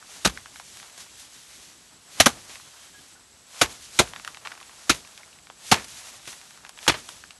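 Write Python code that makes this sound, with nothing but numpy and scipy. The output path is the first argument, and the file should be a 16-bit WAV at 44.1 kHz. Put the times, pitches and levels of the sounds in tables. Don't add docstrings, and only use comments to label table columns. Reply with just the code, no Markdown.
import sys
import numpy as np
from scipy import signal
from scipy.fft import rfft, irfft
from scipy.io import wavfile
from scipy.ndimage import uniform_filter1d

SR = 44100
rng = np.random.default_rng(int(sys.argv[2]) if len(sys.argv) > 2 else 0)


def digitize_waveform(pressure):
    field = np.atleast_2d(pressure).T
    bounded = np.clip(field, -1, 1)
    quanta = np.round(bounded * 32767).astype(np.int16)
    wavfile.write(sys.argv[1], SR, quanta)


def ratio_of_db(decibels):
    return 10 ** (np.asarray(decibels, float) / 20)


N = 325878

# time in seconds, peak level in dB, plank boom in Hz,
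# boom level in dB and knock level in dB, both relative to the peak.
BLOW_EVENTS = [(0.2506, -7, 207, -9.5, -7), (2.2022, -1, 340, -32, -14.5), (2.2609, -5, 235, -10, -3.5),
               (3.6156, -2.5, 324, -16, -5.5), (3.9915, -3, 376, -13, -5.5), (4.8971, -3.5, 280, -19, -22),
               (5.7166, -4, 194, -10, -3.5), (6.8806, -3, 287, -16.5, -10)]


def unit(x):
    return x / np.sqrt(np.mean(x ** 2))


def top(x):
    return x / np.max(np.abs(x))


def colour(x, outline):
    hz, db = np.transpose(outline)
    bins_hz = np.maximum(np.arange(1025) * SR / 2048, 1)
    ceps = irfft(np.interp(np.log(bins_hz), np.log(hz), db) * np.log(10) / 20)
    ceps[1:1024] *= 2
    ceps[1025:] = 0
    response = irfft(np.exp(rfft(ceps)))
    return signal.fftconvolve(x, response)[:len(x)]


def band(x, lo_hz, hi_hz, order=2):
    edges_hz = [lo_hz, min(hi_hz, .45 * SR)]
    return signal.sosfilt(signal.butter(order, edges_hz, "band", fs=SR, output="sos"), x)


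def split(x, hz):
    low = signal.sosfiltfilt(signal.butter(2, hz, fs=SR, output="sos"), x)
    return low, x - low


def ring(x, hz, t60):
    pole = np.exp(2j * np.pi * hz / SR - np.log(1000) / (t60 * SR))
    return signal.lfilter([1], [1, -pole], x).imag


def grains(size, spread_db):
    strength_db = spread_db * rng.exponential(size=size).clip(0, 4)
    return unit(rng.standard_normal(size) * ratio_of_db(strength_db))


def walk(rate):
    k = int(SR / rate)
    return unit(uniform_filter1d(uniform_filter1d(rng.standard_normal(N), k), k))


def add(out, s, x):
    i = int(s * SR)
    out[i:i + len(x)] += x[:len(out) - i]


def field():
    # frequency in Hz, level in dB per Hz.
    air_outline = [(15, -84), (35, -6), (60, 7.5), (140, -13.5), (400, -11), (1200, -6.5), (4500, 0.5),
                   (8000, -3), (12500, -10)]
    # frequency in Hz, half width in Hz, level in dB.
    insects = [(7740, 120, -1), (8050, 70, -6)]
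    # start in seconds, length in seconds, level in dB.
    trills = [(0.92, 0.06, -57), (1.93, 0.12, -62), (2.84, 0.13, -60), (3.08, 0.43, -62), (4.37, 0.07, -62),
              (4.64, 0.06, -59), (5.2, 0.07, -64), (5.37, 0.22, -64), (6.71, 0.09, -61), (7.27, 0.11, -65)]
    # start in seconds, length in seconds, pitch in Hz, level in dB.
    bird_notes = [
        (2.642, 0.061, 3430, -62),
        (2.76, 0.33, 3130, -66),
        (2.83, 0.018, 1690, -59),
        (2.938, 0.071, 1660, -59),
        (3.153, 0.034, 1475, -65),
    ]
    t = np.arange(N) / SR
    out = unit(colour(rng.standard_normal(N), air_outline)) * ratio_of_db(-58)

    effort = ratio_of_db(-66.5)
    for s, length, db in trills:
        patch = np.exp(-((t - s - length / 2) / (.55 * length)) ** 4)
        effort = effort + ratio_of_db(db - 11) * patch
    flutter = 1 + .5 * np.sin(2 * np.pi * 150 * t)
    for hz, width_hz, db in insects:
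        voice = unit(band(rng.standard_normal(N), hz - width_hz, hz + width_hz))
        out = out + voice * effort * flutter * ratio_of_db(db + 3.5 * walk(40))

    waver = ratio_of_db(3 * walk(90) - 2)
    drift = .012 * walk(60)
    for s, length, hz, db in bird_notes:
        u = t[:int(length * SR)]
        here = slice(int(s * SR), int(s * SR) + len(u))
        breath = np.sin(np.pi * np.sqrt(u / length)).clip(0)
        whistle = np.sin(2 * np.pi * hz * (u + np.cumsum(drift[here]) / SR))
        add(out, s, ratio_of_db(db + 8.5) * breath * whistle * waver[here])
    return out


def swell(s, db, rise, fall, shape=1.44):
    late = np.arange(N) / SR - s
    return ratio_of_db(db) * np.exp(-(1.55 * np.abs(late) / np.where(late < 0, rise, fall)) ** shape)


def motion():
    # time in seconds, leaf hiss in dB, swell in seconds,
    # fade in seconds, crunch in dB relative to the hiss.
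    handling = [(.1, -49.5, 0.028, 0.35, -15), (.56, -49.5, 0.19, .1, -13), (.72, -46, 0.12, 0.11, -38),
                (.8, -51, 0.072, 0.26, -8.5), (1.01, -42, 0.037, 0.038, -20.5), (1.2, -50, 0.3, 0.12, -25),
                (1.57, -46.5, 0.12, 0.29, -19), (2.51, -46, 0.16, 0.24, -14), (2.85, -53, 0.28, 0.22, -15),
                (3.1, -56, 0.13, 0.051, -19), (3.71, -53.5, 0.049, 0.099, -10),
                (3.85, -44.5, 0.11, 0.098, -23), (4.16, -51, 0.055, 0.14, -11),
                (4.28, -49, 0.081, 0.12, -8), (4.47, -52.5, 0.078, 0.28, -2.5),
                (5.17, -55.5, 0.3, 0.21, -7.5), (6.17, -54.5, .1, .04, -3.5),
                (5.92, -46.5, 0.12, 0.2, -16.5), (6.04, -47.5, 0.17, 0.34, -14),
                (1.35, -50.5, 0.11, 0.14, -16), (6.3, -43.5, 0.052, 0.078, -19),
                (6.47, -53.5, 0.21, 0.22, -14), (6.67, -63, 0.073, 0.028, 4),
                (7.098, -43.5, 0.095, 0.17, -13.5)]
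    # swing level in dB,
    # swing rise in seconds, drag level in dB.
    swings = [(-51.5, 0.19, -48), (-43, 0.061, -49), (-42, 0.048, -48.5), (-42, 0.063, -48.5),
              (-41, 0.047, -46.5), (-49.5, 0.14, -50.5), (-38.5, 0.061, -45), (-42.5, 0.054, -45.5)]
    leaves, crunch, feet, drags = ratio_of_db(-56.5), ratio_of_db(-64), ratio_of_db(-64.5), 0
    for s, db, rise, fall, crunch_db in handling:
        move = swell(s, db, rise, fall)
        leaves = leaves + move
        crunch = crunch + ratio_of_db(crunch_db) * move
        feet = feet + ratio_of_db(-30) * move
    for (s, *_), (swing_db, rise, drag_db) in zip(BLOW_EVENTS, swings):
        swing = swell(s - 0.01, swing_db, 2 * rise, 0.084, shape=2.05)
        leaves = leaves + swing
        crunch = crunch + ratio_of_db(-16) * swing
        drags = drags + swell(s + 0.1, drag_db, 0.12, 0.058)
    stems = leaves + drags
    return leaves + drags, stems, crunch + ratio_of_db(-10.5) * drags, feet + ratio_of_db(-7.5) * drags


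def straw():
    # frequency in Hz, level in dB per Hz.
    rustle_outline = [(900, -20), (1800, -6), (3500, -2), (5000, -3), (6300, -1), (8500, -5), (11500, -8),
                      (13000, -12)]
    leaves, stems, coarse, feet = motion()
    rubbing = colour(grains(N, 2.5), rustle_outline) * ratio_of_db(1.1 * walk(30))
    rustle, hiss = split(rubbing, 5200)
    crunch = unit(band(grains(N, 5.7), 550, 1760)) * coarse * ratio_of_db(2 * walk(34))
    shuffle = unit(band(rng.standard_normal(N), 27, 383)) * feet * ratio_of_db(1.8 * walk(23))
    return leaves * unit(hiss) * ratio_of_db(-5) + stems * unit(rustle) * ratio_of_db(-7.5) + crunch + shuffle


def snap(body_db, body_hz, crack_db, tick_db, after_db):
    t = np.arange(SR // 20) / SR
    slips = ratio_of_db(after_db) * grains(len(t), 1.7) * np.exp(-t / 0.01) * (t > .002)
    when, size = rng.random(4), rng.uniform(-0.25, 0.5, 4)
    slips[(when * .003 * SR).astype(int)] += size
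    slips[int(.0016 * SR)] += 1
    body = top(ring(band(slips, body_hz / 1.7, body_hz * 1.7), body_hz, .0055))
    crack, tick = split(band(slips, 1700, 9500), 4500)
    crack_hz = 2900 * (1 + 0.79 * size[0])
    crack = top(crack) + 0.2 * top(ring(crack, crack_hz, 0.0076))
    return ratio_of_db(body_db) * body + ratio_of_db(crack_db) * top(crack) + ratio_of_db(tick_db) * top(tick)


def stalks():
    # time in seconds, ring level in dB, ring in Hz, crack in dB, tick in dB.
    thick = [(0.3749, -22, 1910, -28, -41), (0.459, -29.5, 1530, -31.5, -38),
             (0.5596, -30.5, 1590, -33, -41), (0.5992, -30.5, 1050, -32, -33),
             (0.8003, -54, 1960, -29.5, -45), (4.1359, -28, 1120, -23, -37),
             (4.1622, -25.5, 1780, -23, -50), (4.198, -33.5, 1140, -29, -40.5),
             (4.2487, -25, 2060, -22, -26), (4.277, -22.5, 1180, -21.5, -25),
             (4.3467, -35.5, 1450, -26.5, -36), (4.372, -33, 1240, -29.5, -38),
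             (4.473, -26, 1190, -18, -32), (4.5185, -30, 1470, -31, -51), (4.5212, -29.5, 1840, -29, -46),
             (4.613, -35.5, 1010, -41, -36), (5.233, -35.5, 2130, -48, -53), (5.5006, -32, 970, -31.5, -52),
             (6.65, -29.5, 1390, -30, -39), (6.6938, -36, 1020, -30.5, -24.5),
             (6.8669, -22, 1250, -27, -28), (7.0905, -31, 1590, -25, -29), (7.2388, -30, 1550, -34.5, -46),
             (7.3078, -38, 1870, -25, -39)]
    # time in seconds, crack in dB, tick in dB, faint ring in dB.
    thin = [(0.772, -36, -29, -42), (0.8988, -35.5, -55, -61), (2.5566, -26, -39, -36),
            (4.075, -30, -48, -36), (0.0268, -54, -51, -36), (0.8293, -34.5, -42, -35.5),
            (1.064, -57, -54, -41.5), (4.603, -33, -48, -44), (4.629, -30.5, -47, -59),
            (4.6954, -45, -49, -38), (5.05, -34, -44, -48), (5.0748, -40, -32, -42),
            (5.1773, -28.5, -31, -54), (5.33, -36.5, -51, -59), (5.3883, -37, -48, -59),
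            (5.4706, -34, -46, -39), (6.23, -39, -36, -52), (6.2563, -33, -35.5, -60),
            (2.599, -42, -53, -38), (4.5066, -43, -45, -39), (6.4146, -34, -36, -38.5),
            (6.5086, -38, -33, -41), (6.5755, -40, -36, -40.5), (6.666, -33, -41, -45),
            (4.5774, -36, -39, -37), (6.776, -32, -49, -37), (6.7895, -26, -41, -38.5),
            (6.8298, -30, -44, -44), (6.9874, -31, -54, -58), (4.5526, -35, -42, -41)]
    tear_s, tear_gap_s, tear_count, tear_db, tear_hz = 4.4513, .0022, 6, -33, 1150
    rows = list(thick)
    for s, crack_db, tick_db, ring_db in thin:
        rows.append((s, ring_db, 1450, crack_db, tick_db))
    for k, (a, b, c) in enumerate(rng.uniform(-1, 1, (tear_count, 3))):
        s, hz = tear_s + k * tear_gap_s, tear_hz * (1 + .15 * b)
        rows.append((s, tear_db + 2 * a, hz, tear_db + 4 + 2 * c, tear_db - 12))
    out = np.zeros(N)
    for s, *tone in rows:
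        add(out, s - .0018, snap(*tone, after_db=-28.5))
    return out


def blow(boom_hz, boom_db, knock_db, bright_db, rise, spread, lag, knock_hz, loose_db, shake_db, spot):
    # frequency in Hz, level in dB per Hz.
    spray_outline = [(500, -14.5), (1100, -11), (2200, -5.5), (4000, -4.5), (5000, -6.5), (6300, 0),
                     (8000, -4), (11500, -3.5), (13000, -8.5)]
    # frequency in Hz, level in dB, 60 dB decay in seconds.
    plank_modes = [(444, -17, 0.059), (727, -19, 0.043), (875, 7, 0.075), (1040, -11.5, 0.085),
                   (1232, -2.5, 0.079), (1560, 15, 0.018), (1640, 19, 0.028)]
    t = np.arange(SR // 2) / SR
    contact = (1 - np.exp(-(t / rise) ** 2)) / (1 + np.exp((t - spread) / .002))
    patter = ratio_of_db(loose_db + 29.5) * np.exp(-t / 0.013) * (1 - np.exp(-t / 0.0018))
    kernels = colour(grains(len(t), 3.0) * (contact + patter), spray_outline)
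    dull, bright = split(kernels, 4980)
    struck = (dull + bright) * contact ** 2
    wood = sum(ratio_of_db(db) * top(ring(struck, hz, .013)) for hz, db in np.reshape(spot, (2, 2)))
    spray = top(top(dull) + wood) + ratio_of_db(bright_db - 4.0) * top(bright)

    clumps = ratio_of_db(4.5 * walk(250)[:len(t)])
    trickle = unit(band(grains(len(t), 6.0) * clumps, 640, 2800, order=1))
    trickle = trickle * np.exp(-t / 0.021) * (1 - np.exp(-t / 0.0035))

    weight = np.exp(-((t - lag) / 0.0051) ** 2) + ratio_of_db(-4) * np.exp(-t / 0.016) * (t > lag)
    rough = band(rng.standard_normal(len(t)), knock_hz / 1.94, knock_hz * 1.49) * weight
    detune = 1 + 0.0513 * rng.standard_normal(len(plank_modes))
    modes = sum(ratio_of_db(db) * ring(rough, hz * d, t60) for (hz, db, t60), d in zip(plank_modes, detune))
    knock = top(top(rough) + 0.43 * top(modes))
    push = np.exp(-((t - lag + 0.0023) * boom_hz / 0.078) ** 2)
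    thud = band(rng.standard_normal(len(t)) * weight, 126, 414)
    boom = top(band(ring(push, boom_hz, 0.052), boom_hz / 2, 960)) + 0.94 * top(thud)

    sway = (1 - np.exp(-t / 0.0011)) * (np.exp(-t / 0.022) + 0.023 * np.exp(-t / 0.3))
    shake = unit(band(rng.standard_normal(len(t)), 42, 145)) * sway
    low = band(ratio_of_db(boom_db) * boom + ratio_of_db(shake_db + 7) * shake, 33, 900, order=3)
    return spray + ratio_of_db(loose_db - 3.0) * trickle + ratio_of_db(knock_db + 1.5) * knock + low


def flop(bright_db, thud_db, fade):
    t = np.arange(SR // 6) / SR
    crunch = grains(len(t), 4.0) * (1 - np.exp(-t / .001)) * np.exp(-t / fade)
    dull, bright = split(band(crunch, 430, 8400, order=1), 4000)
    return top(dull) + ratio_of_db(bright_db) * top(bright) + ratio_of_db(thud_db) * top(band(crunch, 110, 630))


def scene():
    # rise in seconds, spread of the contact in seconds,
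    # lag of the stalks in seconds, knock in Hz.
    landings = [(0.0095, 0.014, .011, 1500), (0.0034, 0.012, 0.0089, 1100), (0.002, 0.013, 0.0093, 1070),
                (0.0025, 0.0099, 0.0065, 880), (0.0023, 0.013, 0.01142, 570), (0.0026, 0.01, 0.00764, 2900),
                (0.0043, 0.019, 0.00776, 890), (0.00047, 0.0057, 0.00525, 670)]
    # spray brightness in dB, loose kernels in dB, pole shake in dB,
    # relative to the peak.
    shedding = [(2, -24, -25), (0.5, -25.5, -30.5), (4, -16, -38), (-1, -17.5, -32.5), (-0.5, -17, -31.5),
                (-1, -18.5, -36), (-1.5, -5, -29.5), (-0.5, -18.5, -30)]
    # first in Hz, its level in dB,
    # second in Hz, its level in dB.
    spots = [(1530, -18, 1900, -9), (762, -8, 2000, -20), (1260, -9, 6550, -13), (1470, -19, 2700, -37),
             (1530, -9, 4300, -10.5), (1685, -5.5, 6200, -26), (790, -8.5, 8200, -19), (1800, -9, 3350, -7)]
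    # time in seconds, peak in dB,
    # brightness in dB, thud in dB, fade in seconds.
    flops = [(0.274, -14.5, -1, -7, 0.0045), (0.297, -26, -6, -15, 0.0061), (0.977, -38.5, 6, -27, 0.011),
             (2.495, -36, -8, -30, 0.038), (3.645, -28, -19, -2, 0.012), (5.844, -35.5, 7, -23, 0.0046),
             (5.883, -42, 12, -25, .003), (4.037, -36, 8, -12, 0.0059), (4.944, -31, 3, -10, 0.029),
             (5.758, -31, -21, 2, 0.0089), (5.771, -24, -33, -12, 0.024), (6.275, -28.5, 0, -13, 0.017),
             (6.329, -32, -17, -32, 0.0052), (6.896, -6, -21, -17, 0.0055), (6.917, -20, -7, -20, 0.01),
             (6.941, -22, -30, -38, 0.016), (7.089, -34, 5, -37, 0.0085)]
    out = straw() + field()
    for event, landing, shed, spot in zip(BLOW_EVENTS, landings, shedding, spots):
        s, db, *tone = event
        bright_db, *loose = shed
        add(out, s - .003, ratio_of_db(db + 0.5) * blow(*tone, bright_db, *landing, *loose, spot))
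    for s, db, *tone in flops:
        add(out, s - .001, ratio_of_db(db) * flop(*tone))
    return (out + stalks())[None]


def band_limit(x):
    return signal.sosfilt(signal.butter(12, 12680, fs=SR, output="sos"), x)


def record(dry):
    rounded = dry / (1 + np.abs(dry / 1.05) ** 8) ** (1 / 8)
    x = signal.sosfilt(signal.butter(3, 44, "high", fs=SR, output="sos"), rounded)
    x = signal.sosfilt(signal.ellip(9, .3, 55, 11850, fs=SR, output="sos"), x)
    return band_limit(np.clip(x, -1, 1))


dry = scene()
out = record(dry)
digitize_waveform(out)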